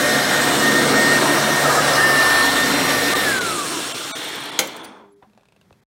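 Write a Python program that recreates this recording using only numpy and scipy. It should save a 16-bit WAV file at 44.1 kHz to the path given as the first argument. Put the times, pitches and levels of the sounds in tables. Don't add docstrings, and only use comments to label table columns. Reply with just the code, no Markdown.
import sys
import numpy as np
from scipy import signal
from scipy.fft import rfft, irfft
from scipy.io import wavfile
from scipy.ndimage import uniform_filter1d, map_coordinates

SR = 44100
rng = np.random.default_rng(int(sys.argv[2]) if len(sys.argv) > 2 else 0)


def unload_wav(signal):
    wavfile.write(
        sys.argv[1],
        SR,
        np.round(np.clip(np.atleast_2d(signal).T, -1, 1) * 32767).astype(np.int16),
    )


def field_ratio(decibels):
    return 10 ** (np.asarray(decibels, dtype=float) / 20)


N = 262395
T = np.arange(N) / SR
SWITCH_S, STOP_S, END_S = 3.22, 5.21, 5.838
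BLADES = 7
BELT = 25.4


def curve(table, t):
    s, *cols = np.transpose(table)
    return [np.interp(t, s, c) for c in cols]


def colour(table, hz):
    f, db = np.transpose(table)
    return np.interp(np.log(hz + 1), np.log(f), db)


def resonances(table, hz):
    return sum(db / (1 + (2 * (hz - f) / width) ** 2) for f, width, db in table)


def bump(x):
    return np.exp(-(2 * x) ** 2)


def walk(rate, shape):
    k = max(int(1 / rate), 1)
    w = uniform_filter1d(uniform_filter1d(rng.standard_normal(shape), k), k)
    return w / w.std()


def shaped(gain_db):
    hz, t, z = signal.stft(rng.standard_normal(N), SR, nperseg=1024, noverlap=768)
    z = z * field_ratio(gain_db(hz, t)) * np.sqrt(SR / 2)
    return signal.istft(z, SR, nperseg=1024, noverlap=768)[1][:N]


def tone(hz, db, rough_db, drift_rad):
    coarse = np.arange(N // 32 + 1)
    sway, slip = (np.interp(np.arange(N) / 32, coarse, w) for w in walk(900 / SR, (2, len(coarse))))
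    phase = 2 * np.pi * np.cumsum(hz) / SR + drift_rad * slip + 2 * np.pi * rng.random()
    return np.sqrt(2) * field_ratio(db + rough_db * sway) * np.sin(phase)


def ring(hz, t60_s, length_s=.25):
    t = np.arange(int(length_s * SR)) / SR
    return np.sin(2 * np.pi * hz * t) * np.exp(-np.log(1000) * t / t60_s)


def highs(x, hz):
    return signal.sosfilt(signal.butter(4, hz, "high", fs=SR, output="sos"), x)


def add(out, s, x):
    i = round(s * SR)
    out[i:i + len(x)] += x[:N - i]


# time_s, pitch_hz
BLADE_PASS = [(.15, 1845), (.72, 1841), (1.35, 1844), (1.9, 1838), (1.97, 1826), (2.05, 1803), (2.15, 1791),
              (2.3, 1797), (2.62, 1822), (3.2, 1821)]


def speed(t):
    drag_s, inertia_s = .88, 0.00659
    off_s = np.clip(t - SWITCH_S - inertia_s, 0, None)
    coast_s = STOP_S - SWITCH_S
    share = 1 / (1 + off_s / drag_s) - off_s / coast_s / (1 + coast_s / drag_s)
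    return np.maximum(curve(BLADE_PASS, t)[0] * share, 1)


# time_s, facing_db (housing toward microphone), seal_share (nozzle in pile, 1 sealed,
# below 0 lifted)
STROKES = [(0, 0.5, -.2), (.14, -2, .2), (.3, -0.5, 0), (.43, -0.5, 0), (.6, 0, .2), (.98, 2, -.2),
           (1.3, 1.5, 0), (1.54, -1.5, .1), (1.68, -1.5, 1), (2.1, 0.1, .8), (2.4, -2, 1), (2.55, -2.5, .2),
           (3.1, -3.5, -.3), (3.3, -1.5, -.1), (3.65, -0.5, -.1), (4.0, -5, .1), (4.45, -3.5, -.1),
           (4.9, 0, -.1)]


def handling(t):
    return curve(STROKES, t)


# start_s, hold_s, level_db
WHINE_SWELLS = [(0.034, 0.19, -25), (0.332, 0.17, -26.5), (0.566, .01, -40), (0.644, 0.043, -17.5),
                (0.753, 0.044, -18.5), (0.97, 0.19, -17), (1.298, 0.046, -22), (1.405, .08, -28.5),
                (1.515, 0.17, -23), (1.82, .01, -32), (1.89, .01, -25), (1.99, 0.495, -17.5),
                (2.572, 0.073, -21), (2.853, 0.41, -25.5), (3.165, .07, -25.5), (3.268, 0.11, -22),
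                (3.43, 0.04, -25), (3.5, .03, -25.5), (3.57, 0.05, -29), (3.706, 0.074, -37)]


def whine_db():
    rise_db_per_s, fall_db_per_s, null_db = 331.5, 204, -37
    swells = []
    for s, hold_s, db in WHINE_SWELLS:
        rise_db = rise_db_per_s * np.clip(s - T, 0, None)
        fall_db = fall_db_per_s * np.clip(T - s - hold_s, 0, None)
        swells.append(db - rise_db - fall_db)
    return np.maximum(np.max(swells, axis=0), null_db - 12 * np.clip(T - SWITCH_S, 0, None))


# level_db, facing_share, seal_db
BLADE_OVERTONES = [
    (-39, -0.84, -7.5),
    (-44, -.8, -4),
]


def blades():
    hz, (facing_db, seal) = speed(T), handling(T)
    levels_db = [whine_db()]
    for db, facing_share, seal_db in BLADE_OVERTONES:
        fade_db = 45 * np.clip(T - SWITCH_S, 0, 1)
        levels_db.append(db + facing_share * facing_db + seal_db * seal + 3.5 * walk(20 / SR, N) - fade_db)
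    out = sum(tone(k * hz, db, 1.0, 0.39 * k) for k, db in enumerate(levels_db, start=1))
    late_hz = np.interp(T - .025, T, hz)
    out += (T > SWITCH_S + .05) * tone(late_hz, levels_db[0] - 15.0, 5.3, 0.44)
    return out * (1 - np.clip((T - 3.8) / .15, 0, 1))


def coast_db():
    return -45 * np.clip(T - SWITCH_S, 0, 2)


# turn_multiple, level_db
SHAFT_ORDERS = [(1, -36), (2, -50.5), (4.55, -43.5), (8, -42), (11, -44.5), (13.1, -43), (15.72, -40.5),
                (22, -40.5), (26.2, -55.5), (28.8, -47.5), (30.45, -49), (31.44, -43), (34, -53),
                (41.9, -58), (44, -53)]


def shaft():
    turn_hz = speed(T) / BLADES
    return sum(tone(m * turn_hz, db + coast_db() + 3 * walk(4 / SR, N), 3.0, .6 + m / 16)
               for m, db in SHAFT_ORDERS)


# level_db, bite_db, seal_db
BRUSH_DRUM = [
    (-47, -2.5, 3),
    (-43, 10, -0.5),
    (-41.5, 9, -11.5),
    (-32.5, -1.5, -2),
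]
# rise_s (length from the start), release_s (drawn back)
BITE_S = (0.13, 2.15)


def brush_roll():
    turn_hz, seal = speed(T) / BELT, handling(T)[1]
    release_s = 0.21
    bite = np.clip(np.minimum(T / BITE_S[0], 1 - (T - BITE_S[1]) / release_s), 0, 1)
    out = np.zeros(N)
    for k, (db, bite_db, seal_db) in enumerate(BRUSH_DRUM, start=1):
        level_db = db + bite_db * bite + seal_db * seal + 0.46 * k * walk(6 / SR, N) + coast_db()
        out += tone(k * turn_hz, level_db, .1 + .9 * k, .03 + .17 * k)
    return out


# pitch_hz, level_db
MAINS_HUM = [(120, -47.5), (360, -39.5), (480, -40.5), (600, -39.5), (720, -39.5), (1200, -43.5)]
# centre_s, length_s, pitch_hz, lift_db
ROOM_SWELLS = [(.5, 0.23, 360, 5), (.85, .3, 360, 7.5), (1.18, 0.22, 360, 8), (2.0, 0.65, 360, 2),
               (.85, 0.46, 440, 11.5), (1.7, 0.46, 480, 6.5), (0.18, 0.36, 600, 8), (1.5, 0.44, 600, 7.5),
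               (.1, .3, 720, 1.5), (0.73, 0.44, 1100, 5.5), (1.9, .5, 720, 2.5)]


def mains_hum():
    out = np.zeros(N)
    for f, db in MAINS_HUM:
        swell_db = sum(lift_db * bump((T - s) / length_s)
                       for s, length_s, hz, lift_db in ROOM_SWELLS if abs(hz - f) < .2 * f)
        out += tone(np.full(N, f), db + swell_db + 1.5 * walk(5 / SR, N), 3.4, .7)
    return out * (T < SWITCH_S)


# level_db, facing_share, seal_db
AIR_LAYERS = [
    (-27.5, 0.82, -5),
    (-21.5, 1., 3.5),
    (-25, -0.36, -0.86),
    (-26.5, 0.23, 0.6),
]
# current_loss_db, speed_power, stall_share (of full speed)
AIR_SPINDOWN = [
    (-2, 0.91, 0.073),
    (6, 0.37, 0.054),
    (5, 0.25, 0.14),
    (0.1, 0.69, 0.24),
]


def flow_db(t):
    facing_db, seal = handling(t)
    share = speed(t) / BLADE_PASS[-1][1]
    cut = np.clip((t - SWITCH_S) / 0.38, 0, 1)
    levels_db = []
    for (db, facing_share, seal_db), (loss_db, power, stall) in zip(AIR_LAYERS, AIR_SPINDOWN):
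        flow = np.minimum(share, 1) ** power / (1 + (stall / share) ** 3.12)
        levels_db.append(db + facing_share * facing_db + seal_db * seal - loss_db * cut + 20 * np.log10(flow))
    return levels_db


# low_hz, high_hz
LAYER_BANDS = [
    (90, 450),
    (450, 1600),
    (2000, 5000),
    (5000, 15500),
]
# freq_hz, density_db_per_hz
POWER_ROAR = [(15, -70.5), (25, -46), (59, -18.5), (97, -15.5), (141, -13), (175, -5.5), (277, -5),
              (326, -7), (476, -2), (1610, -9.5), (1790, -9), (1940, -10.5), (2410, -17), (5570, -23.5),
              (16000, -34.5)]
# freq_hz, density_db_per_hz
COAST_ROAR = [(15, -60.5), (25, -27.5), (70, -35), (149, -6), (206, -17.5), (293, -4.5), (354, -10),
              (489, -1.5), (531, -10), (1290, -4), (2050, -7), (3520, -7.5), (4870, -11.5), (8590, -12.5),
              (16000, -28)]
# freq_hz, width_hz, lift_db
DUCT_MODES = [(298, 190, 6), (653, 140, 3), (1387, 520, 3.5), (2283, 32, 4), (3130, 77, 3),
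              (3600, 410, 3.5), (4076, 350, 4), (5470, 220, 5), (7610, 160, 4), (8370, 520, 2.5),
              (8870, 93, 5.5), (11200, 300, 1.5), (14600, 1100, -0.5)]
# freq_hz, width_hz, lift_db_per_s
HOSE_MODES = [(1400, 250, -2.5), (2350, 200, 1), (3300, 90, 5.5), (3480, 140, 5), (4320, 200, 5.5),
              (7440, 250, 1.5), (8800, 250, 4.5)]
# centre_s, length_s, freq_hz, width_octaves, lift_db
AIR_PATCHES = [(0.545, 0.31, 1030, .4, 2.5), (1.351, 0.21, 780, .5, 0.5), (1.953, 0.43, 990, .25, -4.5),
               (2.052, 0.34, 550, 0.44, -0.5), (2.405, 0.31, 3600, .5, 2), (2.652, 0.95, 10500, 0.26, 2),
               (2.702, .4, 170, .5, 9), (2.8, 0.75, 900, .35, 4), (3.3, 0.24, 780, .4, -3),
               (3.5, 0.63, 2300, 0.54, -1.5), (3.949, 1, 14700, .2, 6.5), (4.299, 0.37, 1860, .2, 6),
               (.3, .25, 814, 0.54, 3.5), (1.7, 0.2, 686, 0.65, 2), (4.919, .2, 9250, .35, 10),
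               (4.97, .25, 4480, .15, -2), (5.001, 0.3, 300, .7, 1.5), (5.05, 0.27, 3405, .25, 3.5),
               (4.901, .3, 12500, .6, 4.5), (4.9, .35, 6300, .5, 6), (0.901, .4, 275, .35, 4.5),
               (2.75, .2, 260, .3, -2.5), (2.0, .3, 510, 0.23, 3.5), (1.3, .3, 640, .2, 3.5),
               (3.1, .35, 3900, .3, 2), (5.0, .2, 5500, .5, 4), (4.55, .1, 14000, .3, -2),
               (1.8, .3, 1500, .35, 2), (1.3, 0.22, 770, .4, 1), (2.55, .3, 4130, .3, 3.5),
               (4.05, .3, 1350, .2, 5.5), (4.3, .3, 3660, .15, 3.5), (4.8, .15, 4470, .15, -4)]


def air(hz, t):
    ducts_db = resonances(DUCT_MODES, hz)
    slow = np.clip((t - SWITCH_S) / 0.23, 0, 1)
    shape = np.outer(colour(POWER_ROAR, hz) + ducts_db, 1 - slow)
    shape += np.outer(colour(COAST_ROAR, hz) + ducts_db, slow)
    shape -= 2.5 * np.outer(np.clip(hz / 2000 - 4.3, 0, 1), np.clip((t - 4.05) / 1.3, 0, 1))
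    shape += np.outer(resonances([(1428, 830, 0.5)], hz), np.clip(handling(t)[1], 0, 1))
    shape += np.outer(resonances(HOSE_MODES, hz), np.clip(t - SWITCH_S, 0, None))
    mids = np.log([np.sqrt(lo * hi) for lo, hi in LAYER_BANDS])
    lift = 0
    for k, (db, (lo, hi)) in enumerate(zip(flow_db(t), LAYER_BANDS)):
        power = np.sum(field_ratio(2 * shape[(hz >= lo) & (hz < hi)]), axis=0) * hz[1]
        share = np.interp(np.log(hz + 1), mids, np.eye(4)[k])
        lift = lift + np.outer(share, db - 10 * np.log10(power))
    band = np.clip(4 * np.log2(hz / 40 + 1), 0, 39)
    patches = 1.2 * walk(0.019, (40, len(t))) + 1.09 * walk(.15, (40, len(t)))
    patches = map_coordinates(patches, np.meshgrid(band, np.arange(len(t)), indexing="ij"), order=1)
    ridges = uniform_filter1d(walk(0.011, (len(hz), len(t))), size=2, axis=0)
    near = sum(db * np.outer(bump(np.log2(hz / f + 1e-9) / octaves), bump((t - s) / length_s))
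               for s, length_s, f, octaves, db in AIR_PATCHES)
    return shape + lift + near + patches + 2.1 * ridges + 0.4 * walk(0.3, len(t))


# start_s, length_s, start_hz,
# end_hz, level_db
NOZZLE_WHISTLES = [(1.52, 0.06, 1500, 1380, -38.5), (1.635, 0.049, 1400, 1200, -18.5),
                   (1.69, 0.041, 1290, 1200, -22), (1.685, 0.041, 990, 1000, -26),
                   (1.70, .03, 1730, 1720, -31), (1.755, 0.051, 1420, 1426, -25),
                   (1.75, 0.064, 1770, 1690, -23), (1.765, 0.045, 1270, 1250, -21),
                   (1.7, 0.045, 1580, 1800, -22.5), (2, 0.075, 1680, 1850, -21),
                   (1.845, .04, 1100, 1240, -28), (1.935, 0.09, 1142, 1270, -21.5),
                   (1.97, 0.055, 1480, 1800, -19), (2.07, .05, 1180, 1300, -24.5),
                   (2.18, 0.08, 1250, 1500, -24.5), (2.8, 0.25, 1190, 1150, -29),
                   (3.115, 0.061, 1200, 1180, -31), (3.09, .075, 2060, 2060, -37),
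                   (5.216, .012, 690, 900, -56)]
# start_s, length_s, start_hz, end_hz, level_db
SQUEAKS_AND_LOW_TONES = [(4.83, .03, 9480, 9500, -44), (4.812, .03, 9450, 9480, -62),
                         (4.855, .04, 9500, 9480, -63), (4.89, .055, 9520, 9500, -68),
                         (4.96, .025, 9500, 9500, -74), (4.772, .03, 8800, 8900, -58),
                         (4.835, .03, 10800, 10800, -60), (4.69, .03, 3450, 3430, -42),
                         (4.79, .04, 3400, 3450, -46), (4.99, .2, 320, 290, -59), (4.835, .03, 6000, 5900, -57),
                         (4.84, .022, 4750, 4750, -53), (5.10, .025, 7300, 7450, -75),
                         (5.117, .022, 10900, 11050, -68), (5.13, .06, 11000, 11000, -82),
                         (4.78, .36, 215, 200, -54), (5.255, .075, 205, 200, -56), (5.345, .045, 205, 225, -55),
                         (5.235, .035, 760, 740, -57)]


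def whistles():
    out = np.zeros(N)
    for s, length_s, hz, end_hz, db in NOZZLE_WHISTLES + SQUEAKS_AND_LOW_TONES:
        part = np.clip((T - s) / length_s, 0, 1)
        glide_hz = hz + (end_hz - hz) * part
        out += np.sin(np.pi * part) * tone(glide_hz, db, 1.4 + hz / 2200, 1.1 * max(hz / 1400, 1))
    return out


# start_s, level_db
LATCH_HITS = [
    (4.59, -13),
    (4.5912, -7.5),
    (4.5932, -7.5),
    (4.5975, -17),
    (4.602, -18),
    (4.607, -19.5),
    (4.613, -24),
]
# pitch_hz, level_db, t60_s
SHELL_MODES = [(162, -21.5, 0.12), (433, -16, 0.059), (826, -11, 0.18), (1010, -4.5, 0.008),
               (2024, -7, 0.019), (2730, -15, 0.013), (3380, 4.5, 0.016), (4080, 4.5, 0.013),
               (5200, 4, .008), (6480, 12, 0.0059), (9200, -11, 0.0088), (10500, -12, 0.09)]


def latch():
    t = np.arange(int(.4 * SR)) / SR
    rings, cracks = np.zeros(N), np.zeros(N)
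    for s, db in LATCH_HITS:
        for hz, mode_db, t60_s in SHELL_MODES:
            level, detune = rng.standard_normal(2)
            mode = ring(hz * (1 + .03 * detune), t60_s)
            add(rings, s, field_ratio(db) * .35 * field_ratio(mode_db + 2.5 * level) * mode)
        add(cracks, s, field_ratio(db) * 1.31 * rng.standard_normal(len(t)) * np.exp(-t / 0.0039))
    cracks = signal.lfilter([.45], [1, -.55], cracks)
    t60_s = np.array([[.45], [.22]])
    tail = rng.standard_normal((2, len(t))) * np.exp(-np.log(1000) * t / t60_s)
    tail = signal.lfilter([.25], [1, -.75], tail[0]) + .5 * tail[1]
    echo = signal.fftconvolve(cracks + 0.26 * rings, tail)[:N]
    return highs(rings + cracks + field_ratio(-31) * echo, 230.0)


# start_s, peak_db, ring_hz, ring_db
REEL_TICKS = [(5.2245, -47, 1000, 7), (5.227, -51, 980, 15), (5.298, -49, 576, 1), (5.333, -48, 665, 0),
              (5.376, -42, 836, 0), (5.409, -48, 606, -1), (5.433, -48, 1030, -2), (5.455, -44, 640, -10),
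              (5.486, -44, 640, -4), (5.523, -41.5, 649, -8), (5.563, -42, 654, -6), (5.613, -40, 656, -7),
              (5.727, -40, 651, -3), (5.234, -53, 780, 14), (5.243, -56, 740, 12), (5.383, -52, 703, 9),
              (5.35, -52, 600, 0), (5.395, -54, 900, 3), (5.42, -54, 800, 3)]


def ticks():
    length_s, bright_db, crack_db = .08, -3.5, -15
    t = np.arange(int(length_s * SR)) / SR
    out = np.zeros(N)
    for s, db, hz, low_db in REEL_TICKS:
        rattle, crack = rng.standard_normal((2, len(t)))
        a, b = 1 + 0.018 * rng.standard_normal(2)
        rattle *= np.exp(-t / 0.0035) + 0.2 * np.exp(-t / 0.03)
        rattle[0] = 4.5
        rattle /= np.sqrt(np.sum(rattle ** 2) / 100)
        hollow = ring(hz, 0.013, length_s) + .6 * ring(1.53 * hz, 0.0088, length_s)
        bright = ring(2550 * a, 0.0065, length_s) + 0.75 * ring(3500 * b, 0.004, length_s)
        bright += 0.6 * ring(1600 * b, 0.007, length_s)
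        body = field_ratio(low_db) * hollow + field_ratio(bright_db) * bright
        crack = uniform_filter1d(crack, size=3) * np.exp(-t / 0.0022)
        crack *= 1.9 * field_ratio(crack_db - 2.2 * max(low_db, 0))
        add(out, s, field_ratio(db) * (0.092 * signal.fftconvolve(rattle, body)[:len(t)] + crack))
    return out


# start_s, level_db
MIC_KNOCK = (5.7068, -40)


def knock():
    s, db = MIC_KNOCK
    t = np.arange(int(.08 * SR)) / SR
    fall_hz = 150 + 4000 * np.exp(-t / 0.0003) + 1250 * np.exp(-t / 0.0036)
    envelope = np.exp(-t / 0.0068) * (1 - .8 * np.exp(-t / .0012))
    out = np.zeros(N)
    add(out, s, field_ratio(db) * np.sin(2 * np.pi * np.cumsum(fall_hz) / SR) * envelope)
    add(out, s + .008, field_ratio(db - 7) * ring(95, .08, length_s=.08))
    return out


# start_s, level_db, ring_hz
PIVOT_SLIPS = [(4.182, -36, 14500), (4.244, -37, 12000), (4.286, -38, 15000), (4.356, -36, 15000),
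               (4.404, -39, 15000), (4.437, -33.5, 8900), (4.456, -37, 12200), (4.492, -37, 9000),
               (4.535, -47, 14000), (4.672, -29, 7500), (4.676, -40, 12500), (4.7637, -36, 8800),
               (4.765, -41, 15000), (4.769, -40, 7550), (4.834, -53, 15200), (4.839, -51, 14800),
               (4.8435, -37, 9500), (4.847, -42, 15300), (4.85, -41, 4800), (4.854, -58, 15000),
               (4.97, -63, 6500)]


def creaks():
    t = np.arange(int(.08 * SR)) / SR
    out = np.zeros(N)
    for s, db, hz in PIVOT_SLIPS:
        slip = rng.standard_normal(len(t)) * np.exp(-t / 0.0045)
        slip += field_ratio(-12) * signal.fftconvolve(slip, ring(hz, .005, length_s=.02))[:len(t)]
        add(out, s, field_ratio(db) * highs(slip, 6500. - 2500 * (s > 4.8)))
    return out


# time_s, pitch_hz, level_db
LOOSE_PART = [(4.75, 403, -55), (4.95, 403, -60), (5.05, 403, -53), (5.2, 403, -54), (5.23, 406, -70),
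              (5.84, 398, -75)]


def singing():
    hz, db = curve(LOOSE_PART, T)
    out = tone(hz, db, 0.62, .1) + tone(np.full(N, 201.), -71, 3.6, 0.94)
    return out * np.clip((T - 4.7) / 0.088, 0, 1)


# freq_hz, density_db_per_hz
ROOM_COLOUR = [(15, -35), (25, -17), (70, -11), (130, 0), (285, -10), (962, -16.5), (1480, -19.5),
               (2280, -22), (2910, -32), (3160, -23.5), (3720, -26.5), (12200, -35.5), (14400, -37),
               (16000, -40.5)]


def room():
    floor = shaped(lambda hz, t: colour(ROOM_COLOUR, hz)[:, None] + 1.5 * walk(.05, len(t)))
    return floor / floor.std() * field_ratio(-62.5)


def scene():
    machine = blades() + shaft() + brush_roll() + mains_hum() + shaped(air) + whistles()
    mono = machine + latch() + ticks() + knock() + creaks() + singing() + room()
    return np.array([mono, mono])


# centre_s, length_s, lowest_hz, depth_share
THIN_MOMENTS = [(3.1455, .018, 300, .8), (3.401, .02, 900, .78), (3.934, .024, 0, .75),
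                (4.136, .046, 0, .97), (4.512, .012, 500, .85), (4.827, .014, 3900, .7),
                (5.153, .02, 2000, .75), (5.812, .016, 2700, .7)]
# one row per moment, pitch_hz
THIN_LINES = [(1198, 1827, 2074, 8170), (1068, 1480, 3285, 7866, 8590),
              (270, 612, 1097, 1420, 2660, 3108, 7530, 8604),
              (622, 809, 1140, 1230, 1455, 2300, 3595, 3690, 3879, 4302, 5965, 7394, 8497, 8755),
              (2000, 2900, 3550), (6300, 9500), (1700, 3300), (2500,)]


def thinning(x):
    change, hz = np.zeros(N), np.arange(1025) * SR / 2048
    for (s, length_s, low_hz, depth), kept_hz in zip(THIN_MOMENTS, THIN_LINES):
        size = int(length_s * SR)
        i = int(s * SR) - size // 2
        lines = rfft(x[i:i + size] * signal.windows.tukey(size, .5), 2048)
        gain = -depth * (hz >= low_hz)
        for f in kept_hz:
            inside = np.flatnonzero(np.abs(hz - f) < 30 + .012 * f)
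            top = inside[np.abs(lines[inside]).argmax()]
            gain[np.abs(hz - hz[top]) < 1.2 / length_s] = .8 * depth
        add(change, i / SR, irfft(lines * gain)[:size] * signal.windows.tukey(size, .2))
    return change


# centre_s, low_hz, high_hz
SIDE_BANDS = [(.042, 11000, 13200), (.135, 4600, 5800), (.135, 11000, 13200), (.252, 4600, 5800),
              (.252, 9600, 11100), (.368, 9600, 11100), (.484, 7500, 9100), (.484, 9600, 11100),
              (.6, 4600, 6400), (.6, 9600, 11100), (.786, 8900, 10400), (.925, 12400, 13800),
              (1.343, 14400, 15800), (1.552, 13000, 14500), (1.877, 13000, 15200), (1.947, 4200, 5800),
              (1.993, 7500, 9100), (2.063, 9600, 11100), (2.295, 14400, 15800), (2.365, 4600, 7700),
              (2.69, 12400, 15800), (3.06, 13700, 15200)]


def side_noise(x):
    side, hz = np.zeros(N), np.arange(1025) * SR / 2048
    for s, lo, hi in SIDE_BANDS:
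        i = int(s * SR) - 1024
        lines = np.abs(rfft(x[i:i + 2048])) * (hz > lo) * (hz < hi)
        noise = irfft(lines * np.exp(2j * np.pi * rng.random(len(hz))))
        add(side, i / SR, .58 * signal.windows.tukey(2048, .6) * noise)
    return side


def band_limit(x):
    return signal.sosfilt(signal.butter(12, 17030, fs=SR, output="sos"), x)


def record(dry):
    mono = 1.1 * np.tanh(dry[0] / 1.1) * np.clip((END_S - T) / .002, 0, 1)
    mono = highs(mono + thinning(mono), 39.0)
    mono = signal.sosfilt(signal.ellip(10, .2, 60, 15800, fs=SR, output="sos"), mono)
    mix = mono + side_noise(mono) * np.array([[1], [-1]])
    return band_limit(mix)


dry = scene()
out = record(dry)
unload_wav(out)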